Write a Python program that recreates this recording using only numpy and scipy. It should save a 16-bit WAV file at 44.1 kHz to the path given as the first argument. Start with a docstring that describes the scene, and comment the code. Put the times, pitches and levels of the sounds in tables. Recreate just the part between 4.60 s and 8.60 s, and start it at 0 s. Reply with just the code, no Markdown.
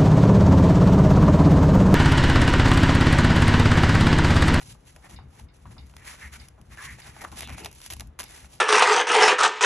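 """In a quiet room, where a clock ticks faintly, fingers leaf through a spiral-bound book of stiff paper.
First the sheets slide and rub with a frictional hiss as a page is picked out. The page then bows and
swings over, ringing as it bends and crackling as it buckles. Last it settles, and a palm slaps and
smooths it. Throughout, the handling thuds softly through the wooden table."""
import sys
import numpy as np
from scipy import signal
from scipy.fft import rfft, irfft, next_fast_len
from scipy.io import wavfile

SR = 44100
rng = np.random.default_rng(int(sys.argv[2]) if len(sys.argv) > 2 else 0)


def dump(signal):
    """Clip the signal to [-1, 1] and save it as 16-bit WAV at the path in sys.argv[1]."""
    limited = np.clip(np.atleast_2d(signal).T, -1, 1)
    pcm = np.round(limited * 32767).astype(np.int16)
    wavfile.write(sys.argv[1], SR, pcm)


N = 176400
T = np.arange(N) / SR


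def from_db(db):
    """Decibels to amplitude ratio."""
    return 10 ** (np.asarray(db) / 20)


def rms_one(x):
    """Scale to unit rms."""
    return x / np.sqrt(np.mean(x ** 2) + 1e-20)


def at_hz(points, hz):
    """Interpolate on a log-frequency axis."""
    f, v = np.transpose(points)
    return np.interp(np.log(np.maximum(hz, 1)), np.log(f), v)


def filtered(x, response):
    """Linear filtering: multiply the spectrum by a frequency response."""
    size = next_fast_len(x.shape[-1] + 4096)
    return irfft(rfft(x, size) * response(np.fft.rfftfreq(size, 1 / SR)), size)[..., :x.shape[-1]]


def drift(corner_hz, size=N):
    """Random fluctuation: low-passed noise of unit rms."""
    return rms_one(filtered(rng.standard_normal(size), lambda f: 1 / (1 + (f / corner_hz) ** 2)))


def coloured(source, spectrum):
    """Partial coherence: shaped mid and side noises add and subtract into two channels of unit rms."""
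    # Each row: frequency in Hz, left-right coherence (clipped to 0..1).
    likeness = [(100, 5), (300, 0.4), (600, 0.2), (1200, 0.44), (2000, 1.3), (3000, -0.1), (4400, .5),
                (6000, 0.83), (8000, 0.95), (9400, .995), (11000, 9), (15000, -5)]
    alike = lambda f: np.clip(at_hz(likeness, f), 0, 1)
    gain = lambda f: from_db(at_hz(spectrum, f))
    mid = filtered(source, lambda f: gain(f) * np.sqrt(1 + alike(f)))
    side = filtered(rng.standard_normal(N), lambda f: gain(f) * np.sqrt(1 - alike(f)))
    return rms_one(np.array([mid + side, mid - side]))


def swells(rows, db_column=3, shape=1.86):
    """Incoherent addition: the envelopes of movements that swell and fade sum in power."""
    power, t = 0, T[::16]
    for row in rows:
        peak_s, rise_s, fall_s = row[:3]
        distance = np.abs(t - peak_s) / np.where(t < peak_s, rise_s, fall_s)
        power += from_db(row[db_column]) ** 2 * np.exp(-np.minimum(distance ** shape, 40))
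    return np.interp(T, t, np.sqrt(power))


def add(out, start_s, sound):
    """Superpose a sound at a given time."""
    i = int(np.clip(start_s * SR, 0, N))
    out[i:i + len(sound)] += sound[:N - i]


def room_noise(level_db=-53.5):
    """Stationary noise, strongest in the bass, forms the room's background."""
    # Each row: frequency in Hz, relative spectral density in dB.
    spectrum = [(18, -28), (40, -5), (68, 2), (95, -6.5), (130, -4.5), (200, -15), (320, -17.5),
                (550, -21.5), (900, -24), (1500, -28), (3000, -37.5), (6000, -54.5), (11000, -72),
                (16000, -73)]
    return from_db(level_db) * coloured(rng.standard_normal(N), spectrum)


def clock(first_s=0.561, period_s=0.619, tock_lag_s=0.324, tick_db=-52, tock_db=-64):
    """Modal ringing: a strong and a weak beat excite the same damped modes, blurred by distance."""
    # Each row: frequency in Hz, relative level in dB, time to decay by 60 dB in seconds.
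    modes = [(2180, 2.5, 0.22), (2853, -5, 0.29), (3710, 1, 0.22), (4300, -2.5, 0.19), (4920, 5, 0.063),
             (4820, -3.5, 0.26), (5300, -10, 0.19)]
    diffuse_share, blur_hz = 0.74, 170
    out, t = np.zeros((2, N)), T[:SR // 3]
    for beat in range(6):
        for lag_s, db in ((0, tick_db), (tock_lag_s, tock_db)):
            for channel in out:
                ring = 0
                for hz, mode_db, t60 in modes:
                    blur = 1 - diffuse_share + diffuse_share * drift(blur_hz, len(t))
                    tone = np.sin(2 * np.pi * (hz * t + rng.random()))
                    ring += from_db(mode_db - 60 * t / t60) * blur * tone
                add(channel, first_s + beat * period_s + lag_s, from_db(db) * ring)
    return out


def reverberation(x, t60_s=0.23, gain_db=-17):
    """Diffuse reflections arrive after 4 ms and decay exponentially, independently in each channel."""
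    # Each row: frequency in Hz, further gain in dB.
    colour = [(100, -16), (400, -4), (1000, -3), (3000, -1), (7000, -3), (9400, -20), (14000, -15)]
    t = T[:SR // 2]
    tail = rng.standard_normal((2, len(t))) * from_db(-60 * t / t60_s) * (t > .004)
    tail = filtered(tail / np.linalg.norm(tail[0]), lambda f: from_db(gain_db + at_hz(colour, f)))
    return signal.fftconvolve(x.mean(axis=0)[None], tail, axes=1)[:, :N]


def thuds():
    """Forced vibration: the table booms as hands press the book on it, and the page pushes air."""
    # Each row: peak time, rise and fall in seconds, level in dB.
    pushes = [(0.085, 0.029, 0.054, -44), (0.55, 0.019, 0.014, -41.5), (0.62, 0.055, 0.058, -44.5),
              (0.85, 0.053, 0.015, -45.5), (1.095, 0.042, 0.022, -43.5), (1.2, 0.059, 0.059, -43),
              (1.375, 0.027, 0.026, -49), (1.67, .02, 0.022, -44), (1.79, 0.048, .05, -46.5),
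              (2.015, .012, 0.011, -45), (2.12, 0.031, .05, -46.5), (2.34, 0.056, 0.026, -44),
              (2.49, 0.037, .08, -47), (2.75, 0.071, 0.18, -49), (2.925, 0.028, 0.046, -37.5),
              (3.015, 0.015, 0.063, -44.5), (3.35, 0.031, 0.084, -43), (3.46, 0.024, 0.046, -45),
              (3.85, 0.018, 0.033, -54)]
    # Each row: frequency in Hz, relative spectral density in dB.
    table_spectrum = [(18, -38), (35, -16.5), (54, -8.5), (62, -2.5), (69, 3.5), (76, 0), (88, -9),
                      (125, -8), (170, -16.5), (230, -16.5), (400, -34.5), (900, -93)]
    return swells(pushes) * coloured(rng.standard_normal(N), table_spectrum)


def bending_pulse(colour_db, ring_s, size=4096):
    """Dispersion: a pulse and its scatter arrive lows last. Energy equals 8 ms at unit rms."""
    delay_at_1khz_s, scatter_db = 0.001189, 0.5
    t, f = np.arange(size) / SR, np.fft.rfftfreq(size, 1 / SR)
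    scatter = rng.standard_normal(size) * np.exp(-t / ring_s)
    pulse = (t == 0) + from_db(scatter_db) * scatter / np.linalg.norm(scatter)
    travel = np.exp(-4j * np.pi * delay_at_1khz_s * np.sqrt(1000 * f))
    wave = irfft(rfft(pulse) * travel * from_db(colour_db(f)))[:size // 2]
    return wave / np.linalg.norm(wave) * np.sqrt(.008 * SR)


def pats(width_octaves=0.51, top_hz=3150, scrape_decay_s=0.03):
    """Damped impact: a fingertip or loose page pats the stack and trails into a short scrape."""
    # Each row: start in seconds, level over 8 ms in dB, centre frequency in Hz.
    impacts = [(0.364, -58, 710), (0.588, -47, 980), (1.055, -48, 1020), (1.167, -56, 870),
               (1.979, -59.5, 840), (2.648, -34.5, 1140), (2.726, -47.5, 960), (3.410, -67, 910)]
    out, t = np.zeros(N), T[:SR // 5]
    for start_s, db, hz in impacts:
        band_loss = lambda f: 1 + (np.log2((f + 1) / hz) / width_octaves) ** 2
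        colour_db = lambda f: -20 * np.log10(band_loss(f) * (1 + (f / top_hz) ** 2))
        scrape = rms_one(filtered(rng.standard_normal(len(t)), lambda f: from_db(colour_db(f))))
        scrape_db = -31 + 0.43 * db   # harder pats scrape louder
        add(out, start_s, from_db(db) * bending_pulse(colour_db, ring_s=0.0049))
        add(out, start_s, from_db(scrape_db) * scrape * np.exp(-t / scrape_decay_s))
    return out


def bends(relative_half_width=0.13):
    """Friction drives a gliding resonance of the bowed sheet: high under a finger, hollow in the swing."""
    # Each row: peak time, rise and fall in seconds, level in dB, centre in Hz, glide in octaves a second.
    resonances = [(1.635, 0.019, 0.03, -43, 1900, 2), (2.195, 0.012, 0.028, -44.5, 1700, 1.5),
                  (2.22, 0.022, 0.044, -49.5, 1100, 0.5), (2.285, 0.036, 0.04, -44, 1950, 1),
                  (2.62, 0.013, 0.01, -47, 2000, -3.5), (2.655, 0.0092, 0.011, -53.5, 400, -14),
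                  (2.735, 0.0046, 0.017, -49, 280, -13), (2.835, 0.018, 0.028, -47.5, 3650, -0.5),
                  (2.889, 0.076, 0.071, -52, 2580, -1.5), (2.89, 0.041, .05, -56.5, 240, 1.5),
                  (3.0, 0.012, 0.065, -52, 2650, 0), (3.033, 0.021, 0.034, -48.5, 400, 2),
                  (3.045, .025, 0.021, -53, 820, 0.5)]
    out = np.zeros(N)
    for row in resonances:
        peak_s, _, _, _, hz, glide = row
        octaves = np.clip(glide * (T - peak_s), -1, 1)
        phase = 2 * np.pi * np.cumsum(hz * 2 ** octaves) / SR
        width_hz = relative_half_width * hz
        noise_band = drift(width_hz) * np.cos(phase) + drift(width_hz) * np.sin(phase)
        out += swells([row]) * rms_one(noise_band)
    return out


def sharp_clicks():
    """Impulsive excitation: snaps of the stiff sheet, plus a few faint clock ticks whole seconds apart."""
    # Each row: start in seconds, level over 8 ms in dB, tilt above 700 Hz in dB per octave.
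    clicks = [(0.014, -48.5, -4.5), (0.150, -56.5, -11), (0.362, -50, -1.5), (0.369, -63, -2),
              (0.797, -51.5, 0), (1.268, -63, 4), (1.297, -59, -1), (1.338, -54.5, -8), (1.366, -46, -1),
              (1.447, -59, -9), (1.542, -50.5, -8), (1.737, -48.5, 0), (1.885, -49, 1.5), (2.014, -58.5, 3),
              (2.173, -49.5, -4), (2.385, -52.5, -7.5), (2.565, -46.5, -13), (2.617, -46.5, 4),
              (2.629, -54, 4), (2.717, -50.5, 1), (2.7882, -43, 2.5), (2.8069, -35, 1), (2.822, -44, -2),
              (2.831, -40, -5), (2.874, -43.5, -2.5), (2.886, -46, -5.5), (2.894, -44.5, -4),
              (2.902, -44, -3), (2.925, -49.5, -2), (2.981, -43, -3), (3.047, -36.5, 0.5),
              (3.0585, -34.5, -2.5), (3.063, -41.5, -3.5), (3.114, -50.5, 1.5), (3.128, -50.5, 1),
              (3.150, -54, 7), (3.203, -53, 0.5), (3.216, -46, -0.5), (3.262, -41, 1), (3.302, -39, -1),
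              (3.306, -39, 1), (3.31, -41.5, 3), (3.3236, -39.5, 3), (3.335, -37, 1.5), (3.366, -48, -1),
              (3.3972, -40, 0), (3.407, -37.5, -1), (3.472, -57.5, 8), (3.590, -37.5, -2),
              (3.595, -35.5, 1.5), (3.601, -36, -2), (3.607, -37, 2), (3.619, -43, 1.5), (3.631, -44.5, -1),
              (3.639, -42.5, 3), (3.8453, -51, -5.5)]
    # Each row: frequency in Hz, relative spectral density in dB.
    spectrum = [(100, -42), (400, -8), (900, 2), (1600, 0), (2700, 4), (4200, -2.5), (5600, 0.5),
                (8000, -1.5), (10700, 4.5), (12000, -5), (13500, -26), (16000, -27)]
    out = np.zeros(N)
    for start_s, db, tilt in clicks:
        colour_db = lambda f: at_hz(spectrum, f) + tilt * np.log2(np.maximum(f, 700))
        add(out, start_s, from_db(db) * bending_pulse(colour_db, ring_s=0.0026))
    return out


def friction(slips_per_s=2500, spread_db=3.5, slip_share=0.46):
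    """Stick-slip: fibres catch and let go in uneven impulses over smooth sliding noise."""
    slips = (rng.random(N) < slips_per_s / SR) * rng.choice([-1, 1], N)
    sizes = from_db(spread_db * np.minimum(rng.exponential(1, N), 5))
    smooth = rng.standard_normal(N)
    return np.sqrt(slip_share) * rms_one(slips * sizes) + np.sqrt(1 - slip_share) * smooth


def sliding(judder_db=1.9, judder_hz=29):
    """Friction on paper or skin excites surface hiss, the rubbed sheet's resonance and its low flexing."""
    # Each row: peak time, rise and fall in seconds, then hiss, rub and flex levels in dB.
    strokes = [(0.012, 0.025, 0.012, -48.5, -54, -52), (0.07, 0.041, 0.05, -52, -75, -64),
               (0.115, 0.01, 0.009, -47, -60, -63), (0.28, 0.011, 0.019, -53.5, -61.5, -64.5),
               (0.455, 0.015, 0.017, -55, -53.5, -53), (0.512, 0.016, 0.032, -52.5, -59, -54.5),
               (0.795, 0.044, 0.018, -56, -61.5, -56.5), (0.942, 0.0038, 0.022, -58, -83, -79),
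               (1.118, 0.007, 0.011, -55.5, -60, -54), (1.41, 0.021, 0.056, -58, -53.5, -63),
               (1.482, 0.019, 0.05, -43.5, -46, -57.5), (1.63, 0.031, 0.04, -49, -47.5, -59.5),
               (1.74, .012, 0.02, -43, -44, -58), (1.80, 0.026, 0.056, -57, -60, -64),
               (2.135, 0.018, 0.014, -52.5, -51.5, -60), (2.195, 0.016, 0.035, -47, -46, -53),
               (2.25, 0.027, 0.014, -42, -45, -58), (2.305, .03, 0.034, -50.5, -52.5, -72),
               (2.395, 0.012, 0.021, -50, -51, -59), (2.48, 0.031, 0.029, -50.5, -51.5, -55.5),
               (2.57, 0.025, 0.032, -54.5, -54, -61), (2.62, .012, 0.011, -48, -47.5, -46.5),
               (2.646, 0.0072, 0.0047, -45, -47, -42), (2.675, 0.018, 0.018, -56, -62, -57),
               (2.725, 0.0054, 0.016, -49.5, -57, -47.5), (2.79, 0.02, 0.011, -40.5, -49, -48.5),
               (2.825, 0.0083, 0.019, -42.5, -46.5, -48), (2.90, 0.016, .02, -54.5, -48.5, -51),
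               (2.938, 0.0088, 0.0098, -47.5, -45, -47.5), (2.993, 0.016, 0.014, -44, -48.5, -47),
               (3.035, 0.026, 0.038, -51, -60, -49.5), (3.18, 0.034, 0.017, -53.5, -70, -65.5),
               (3.262, 0.033, 0.015, -46, -58, -64.5), (3.315, 0.0079, .02, -42, -54, -49),
               (3.41, 0.0067, 0.012, -66, -58, -50), (3.602, 0.0057, 0.012, -41.5, -46.5, -47.5),
               (3.636, 0.0098, 0.019, -50.5, -59, -51.5), (3.75, 0.047, 0.067, -48, -54, -57),
               (3.945, 0.03, 0.058, -53.5, -81, -60)]
    # Each row: time in seconds, hiss level in dB under lightly resting fingers.
    light_contact = [(0, -72), (0.2, -70.5), (0.35, -62.5), (0.58, -75), (0.66, -76), (0.84, -64.5),
                     (0.9, -82), (1.03, -65.5), (1.35, -66), (1.86, -67), (1.955, -76), (2.0, -70.5),
                     (2.09, -70), (2.4, -64), (3.1, -66), (3.42, -56), (3.51, -80), (3.58, -85), (4, -69)]
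    # Each row of these three spectra: frequency in Hz, relative spectral density in dB.
    hiss_spectrum = [(500, -46), (1500, -9), (2800, 2.5), (4200, -0.5), (5500, 0.5), (6500, 1), (8000, 2),
                     (9500, 3), (10800, 4.5), (11600, -4.5), (12500, -17), (14000, -50), (16000, -36)]
    rub_spectrum = [(400, -39), (900, -5), (1400, -2.5), (1900, 0.5), (2300, -1.5), (3000, -11),
                    (4200, -22.5), (8000, -53)]
    flex_spectrum = [(60, -3), (200, 0.5), (350, -1.5), (520, -3.5), (850, 2), (1200, -8), (2000, -17.5),
                     (5000, -51)]
    resting = from_db(np.interp(T, *np.transpose(light_contact)))
    hiss = np.hypot(swells(strokes), resting) * coloured(friction(), hiss_spectrum)
    rub = swells(strokes, db_column=4) * coloured(friction(), rub_spectrum)
    flex = swells(strokes, db_column=5) * coloured(friction(), flex_spectrum)
    return (hiss + rub + flex) * from_db(judder_db * drift(judder_hz))


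def scene():
    """Superposition at two microphones: paper and clicks reach the left first, amid the room's sound."""
    # Each row: frequency in Hz, phase lead of the left channel in radians.
    lead = [(0, 0), (300, -.1), (800, -.95), (1350, .05), (3700, .65), (4100, 1.0), (4650, 2.4),
            (5170, 4.8), (5900, 6.1), (7920, 8.7), (9500, 9.45), (12000, 12.4), (13700, 12.7),
            (15200, 15.5)]
    # Each row: frequency in Hz, left minus right level in dB.
    balance = [(60, 2.3), (160, 2.5), (350, 3.5), (700, 4), (1400, -0.5), (2800, -0.6), (5600, -1.7),
               (11000, 0.5)]
    sides = np.array([[.5], [-.5]])
    foreground = sliding() + bends() + sharp_clicks() + pats()
    direct = filtered(foreground, lambda f: np.exp(1j * sides * np.interp(f, *np.transpose(lead))))
    whole = direct + reverberation(foreground) + thuds() + clock() + room_noise()
    return filtered(whole, lambda f: from_db(sides * at_hz(balance, f)))


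def record(dry, cutoff_hz=15900):
    """Band limiting: an elliptic low-pass cuts the top steeply."""
    return signal.sosfilt(signal.ellip(10, .1, 80, cutoff_hz, fs=SR, output="sos"), dry)


dry = scene()
out = record(dry)
dump(out)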